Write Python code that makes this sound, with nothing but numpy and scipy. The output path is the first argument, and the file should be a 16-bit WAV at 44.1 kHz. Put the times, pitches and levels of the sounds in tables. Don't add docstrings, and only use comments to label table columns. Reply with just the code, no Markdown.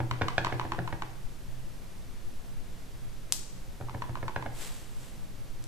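import sys
import numpy as np
from scipy import signal
from scipy.fft import rfft, irfft
from scipy.io import wavfile
from scipy.ndimage import uniform_filter1d

SR = 44100
rng = np.random.default_rng(int(sys.argv[2]) if len(sys.argv) > 2 else 0)


def persist_wave(psi):
    counts = np.round(np.clip(psi, -1, 1) * 32767).astype(np.int16)
    wavfile.write(sys.argv[1], SR, np.atleast_2d(counts).T)


N = 250443

# f/Hz, relative level/dB
AIR_SPECTRUM = [(15, -40), (25, 0), (38, -9.5), (92, -14.5), (127, -13.5), (149, -19.5), (179, -24),
                (204, -19.5), (419, -25.5), (454, -28), (505, -26.5), (547, -27), (659, -28.8),
                (1150, -32.8), (14400, -44.2)]
# f/Hz, correlation
AIR_CORRELATION = [(60, 0), (150, 0.58), (370, 0.62), (930, 0.31), (2320, 0.46), (5790, 0.68),
                   (14400, 0.042)]
# f/Hz, bandwidth/Hz, level/dB
HUM_BANDS = [(124.44, 3.7, -58), (176.6, 10.5, -62.5)]
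# t/s, level/dB, hardness as cutoff f/Hz, thump/dB, lead of first edge/s (0 = flat)
DABS = [(.0034, -23, 1360, -18.5, 0.0015), (0.2178, -20.5, 1890, -15.5, 0.0055),
        (0.3803, -18.5, 2340, -16.5, 0), (0.5243, -25.5, 1630, -17.5, 0.0039),
        (0.6511, -29.5, 960, -23.5, 0.0048), (0.7892, -26, 1310, -19.5, 0.006),
        (0.9262, -26.5, 1440, -26.5, 0), (3.8107, -31.5, 860, -27, 0.0084),
        (3.9473, -26.5, 950, -22.5, 0.004), (4.0943, -32, 960, -26, .0032),
        (4.2281, -29, 1155, -23.5, 0.00095), (4.3612, -22.5, 1528, -21.5, 0.00068),
        (4.4615, -26, 1200, -25.5, 0.0036)]
# t/s, level/dB, cutoff f/Hz, thump/dB
LIFTS = [(.1116, -20.5, 2360, -22), (.2831, -22, 2760, -35), (.447, -20.5, 3050, -23),
         (.5966, -20.5, 2070, -45), (.7196, -20.5, 1970, -21.5), (.8762, -26.5, 1880, -28),
         (1.0215, -23, 2100, -24), (3.8953, -32, 1818, -41), (4.0204, -27, 1930, -37),
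         (4.1547, -25.5, 1670, -30.5), (4.2807, -25, 1970, -35), (4.4248, -29.5, 1700, -30)]
# t/s, level/dB, cutoff f/Hz, thump/dB
DULL_KNOCKS = [(0.4685, -19, 1520, -30), (0.6129, -25.5, 1360, -33), (0.7467, -28.5, 1210, -38),
               (3.885, -30.5, 870, -33), (4.0394, -28, 748, -42), (4.1713, -26.5, 750, -36),
               (4.294, -26, 750, -46)]
# f/Hz, level/dB
DAB_SPECTRUM = [(40, -14), (200, -7), (500, -5), (850, 0), (1080, -4.5), (1270, -11), (1480, -3),
                (1720, .5), (2400, -7), (4300, -7.5), (7000, -10), (14000, -17)]
# f/Hz, level/dB
LIFT_SPECTRUM = [(40, -22), (250, -10), (560, -8.5), (930, 1.5), (1120, -1.5), (1300, -7), (1650, -4),
                 (2400, -6.5), (3500, -8.5), (7000, -8.5), (14000, -11)]
# f/Hz, level/dB, T60/s
CASE_MODES = [(692, -20, 0.06), (760, -22, .05), (905, -25, 0.025), (1060, -29, .025), (1245, -25, 0.03),
              (1405, -31, 0.025), (1534, -21, 0.045), (1590, -24, 0.04), (1770, -25.5, .04),
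              (1900, -28, 0.025), (2050, -23.5, .025), (2700, -24, .02), (3400, -23, .015),
              (4430, -25, .012)]
# f/Hz, level/dB, T60/s
TABLE_MODES = [(93.3, -19, 0.13), (123.5, -17, .4), (165.7, -23, 0.3), (249, -23.5, 0.13), (278, -26, 0.13),
               (311.8, -24, .38), (336, -26.5, .3), (386.7, -23.5, 0.14), (435, -24, 0.09),
               (502, -26.5, 0.13), (572, -29.5, 0.14)]
# f/Hz, level/dB, T60/s
FLEX_MODES = [(108, -34, .15)]
# delay t/s, left level/dB, right level/dB
ECHOES = [(.0005, -13, -15), (.0021, -12, -12), (.0128, -22, -23), (.0185, -23, -22)]
# f/Hz, T60/s
ROOM_T60 = [(120, 0.5), (500, .75), (1600, 0.58), (4000, 0.72), (8000, 0.68), (14000, 0.27)]
# t/s, level/dB
CLICKS = [(3.3236, -7), (3.326, -22), (5.625, -44), (5.641, -35)]
# f/Hz, level/dB
CLICK_SPECTRUM = [(400, -38), (600, -13), (880, -4), (1250, -11), (1900, -12), (3000, -3.5), (4500, 1.5),
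                  (6000, 2.5), (8200, 3.5), (9200, -2.5), (10500, -1), (11600, -7), (13000, -1.5),
                  (15000, -20)]
# f/Hz, level/dB, T60/s
BLOCK_MODES = [(840, -34, 0.033), (4060, -35, 0.023), (5485, -47, 0.027), (6860, -43, .07),
               (7440, -46, .08), (8070, -30, 0.078), (9910, -43, .012)]
# t/s, level/dB
STROKES = [(4.63, -43.3), (5.05, -56)]
# f/Hz, relative level/dB
BRUSH_SPECTRUM = [(200, 3), (650, 1.5), (1750, 0), (3400, .5), (5000, -2), (6300, -2), (7900, 2),
                  (9500, -4), (14000, -9)]

EDGE_DB, EDGE_THUMP_DB, EDGE_CUTOFF_RATIO = -0.5, -16, 0.45
RATTLE_SPAN_S, RATTLE_FADE_DB_PER_S = .03, 306
CLUTTER_HZ = 610


def amp(db):
    return 10 ** (np.asarray(db) / 20)


def unit_rms(x):
    return x / np.sqrt(np.mean(x ** 2) + 1e-20)


def read(points, hz):
    f, value = np.transpose(points)
    return np.interp(np.log(hz + 1), np.log(f + 1), value)


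def add(mix, s, sound):
    part = mix[:, max(round(s * SR), 0):][:, :sound.shape[1]]
    part += sound[:, :part.shape[1]]


def panned(db):
    return amp([[db / 2], [-db / 2]])


def from_right(x, samples):
    return np.array([np.pad(x[0], (samples, 0))[:N], x[1]])


def noise(gain, correlation):
    left, independent = rfft(rng.standard_normal((2, N)))
    right = correlation * left + np.sqrt(1 - correlation ** 2) * independent
    return unit_rms(irfft(np.array([left, right]) * gain, N))


def room_tone(air_db, draught_db, draught_hz):
    hz = np.fft.rfftfreq(N, 1 / SR)
    air = amp(air_db) * noise(amp(read(AIR_SPECTRUM, hz)), read(AIR_CORRELATION, hz))
    hum = sum(amp(db) * noise(1 / (1 + (2 * (hz - f) / width) ** 2), correlation=0.82)
              for f, width, db in HUM_BANDS)
    draught = amp(draught_db) * noise(hz / (hz + 2) / (1 + (hz / draught_hz) ** 2), correlation=0.047)
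    return air + hum + draught


def shock(spectrum, delay_s=0, size=2048):
    hz = np.fft.fftfreq(size, 1 / SR)
    log_gain = np.log(amp(read(spectrum, abs(hz))))
    phase_lag = 4 * np.pi * delay_s * np.sign(hz) * np.sqrt(1000 * abs(hz))
    pulse = np.fft.ifft(np.exp(np.conj(signal.hilbert(log_gain)) - 1j * phase_lag)).real
    return np.pad(pulse, (0, SR // 2 - size))


def ring(modes, spot_db, ears_db, detune, wave=np.sin):
    hz, db, t60 = np.transpose(modes)[:, :, None]
    t = np.arange(SR // 2) / SR
    spot, grip, left, right = rng.standard_normal((4, len(modes), 1))
    envelopes = amp(db + spot_db * spot - 60 * t / t60)
    partials = envelopes * wave(2 * np.pi * hz * (1 + detune * grip) * t)
    return np.array([(amp(ears_db * ear) * partials).sum(0) for ear in (left, right)])


def chatter(pulse, rebound_db, rattle_db, count=8):
    rocks_s = rng.uniform([.0007, .0018], [.0014, .003])
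    rattles_s = 0.00303 + RATTLE_SPAN_S * rng.random(count)
    delays = np.r_[rocks_s, rattles_s]
    gains = amp(np.r_[rebound_db, rebound_db, rattle_db - RATTLE_FADE_DB_PER_S * rattles_s])
    gains *= rng.uniform(-1.42, 1, len(delays))
    return pulse + sum(gain * np.pad(pulse, (round(delay * SR), 0))[:len(pulse)]
                       for delay, gain in zip(delays, gains))


def table_thump(db):
    table = amp(db) * ring(TABLE_MODES, spot_db=2, ears_db=2.5, detune=.012)
    return -signal.lfilter(*signal.butter(2, 75, "highpass", fs=SR), table)


def case_knocks(contacts, spectrum, shock_db, case_db, rebound_db, rattle_db, table_db, pan_db):
    out = np.zeros((2, N))
    for s, db, cutoff_hz, thump_db in contacts:
        shift = 1 + .055 * rng.uniform(-1, 1)
        pulse = amp(shock_db) * shock([(hz * shift, level) for hz, level in spectrum], delay_s=.0006)
        modes = ring(CASE_MODES, spot_db=3.5, ears_db=2.5, detune=.035, wave=np.cos)
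        case = chatter(pulse, rebound_db, rattle_db) + amp(case_db) * modes
        case = signal.lfilter(*signal.butter(2, cutoff_hz, fs=SR), case) * panned(pan_db)
        add(out, s, table_thump(table_db + thump_db) - amp(db) * case)
    return out


def hand_weight(rise_s):
    out, t = np.zeros((2, N)), np.arange(SR // 2) / SR
    onset = 1 - np.exp(-(t / rise_s) ** 2)
    for s, *_ in DABS:
        add(out, s, -onset * ring(FLEX_MODES, spot_db=1.5, ears_db=1, detune=.05))
    return out


def scatter(t60, rise_s):
    taps = rng.choice([-1., 1.], (2, SR)) * (rng.random((2, SR)) < 1 / 10)
    hz, t, (left, independent) = signal.stft(taps, SR, nperseg=256)
    correlation = 1 / (1 + (hz[:, None] / 600) ** 2)
    right = correlation * left + np.sqrt(1 - correlation ** 2) * independent
    decay = amp(-60 * t / read(t60, hz)[:, None])
    tail = signal.istft(np.array([left, right]) * decay, SR)[1][:, :SR]
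    tail *= 1 - np.exp(-(np.arange(SR) / SR / rise_s) ** 2)
    return tail / np.linalg.norm(tail, axis=1, keepdims=True)


def room(x, echo_db, desk_db, desk_t60, tail_db):
    desk = scatter([(1000, desk_t60)], rise_s=0.00008)
    desk = signal.lfilter(*signal.butter(2, CLUTTER_HZ, "highpass", fs=SR), desk)
    response = amp(desk_db) * desk + amp(tail_db) * scatter(ROOM_T60, rise_s=0.0064)
    response[:, 0] += 1
    for delay, *ears_db in ECHOES:
        response[:, round(delay * SR)] += amp(echo_db + np.array(ears_db))
    return signal.fftconvolve(x, response, axes=1)[:, :N]


def ink_pad():
    faces = [row[:4] for row in DABS]
    edges = [(s - lead, db + EDGE_DB, cutoff_hz * EDGE_CUTOFF_RATIO, thump_db + EDGE_THUMP_DB)
             for s, db, cutoff_hz, thump_db, lead in DABS if lead > 0]
    dabs = case_knocks(faces + edges, DAB_SPECTRUM, shock_db=31, case_db=-10.5,
                       rebound_db=-1.5, rattle_db=-13.5, table_db=1.5, pan_db=-1.5)
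    lifts = case_knocks(LIFTS + DULL_KNOCKS, LIFT_SPECTRUM, shock_db=29, case_db=-14,
                        rebound_db=-5.5, rattle_db=-9.5, table_db=0, pan_db=-0.5)
    dabs = room(from_right(dabs, samples=3), echo_db=-8.5, desk_db=-6, desk_t60=0.07, tail_db=-8)
    lifts = room(from_right(lifts, samples=6), echo_db=-12, desk_db=-2.5, desk_t60=0.02, tail_db=-7)
    return dabs + lifts + hand_weight(rise_s=.003)


def block_clicks(crack_db, ring_db, thump_db, pan_db):
    out, crack = np.zeros((2, N)), amp(crack_db) * shock(CLICK_SPECTRUM)
    for s, db in CLICKS:
        click = crack + amp(ring_db) * ring(BLOCK_MODES, spot_db=1, ears_db=2, detune=.002)
        add(out, s, amp(db) * click * panned(pan_db) + table_thump(db + thump_db))
    return room(from_right(out, samples=1), echo_db=-25, desk_db=-7, desk_t60=0.27, tail_db=-11.5)


def hand_brush(grain_db, rise_s, fade_db_per_s):
    envelope, t = np.zeros(N), np.arange(N) / SR
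    for s, db in STROKES:
        swell = np.exp(-(np.minimum(t - s, 0) / rise_s) ** 2)
        envelope += swell * amp(db - fade_db_per_s * np.maximum(t - s, 0))
    fibres = amp(grain_db * unit_rms(uniform_filter1d(rng.standard_normal(N), size=150)))
    hiss = noise(amp(read(BRUSH_SPECTRUM, np.fft.rfftfreq(N, 1 / SR))), correlation=.6)
    return envelope * unit_rms(fibres * hiss)


def scene():
    return (room_tone(air_db=-46.9, draught_db=-38, draught_hz=9.3)
            + ink_pad()
            + block_clicks(crack_db=12.5, ring_db=1, thump_db=-29, pan_db=3.5)
            + hand_brush(grain_db=1.5, rise_s=.07, fade_db_per_s=54))


def record(dry):
    lowpass = signal.firwin(1023, cutoff=14420, window=("kaiser", 9), fs=SR)
    return signal.oaconvolve(dry, lowpass[None], "same")


dry = scene()
out = record(dry)
persist_wave(out)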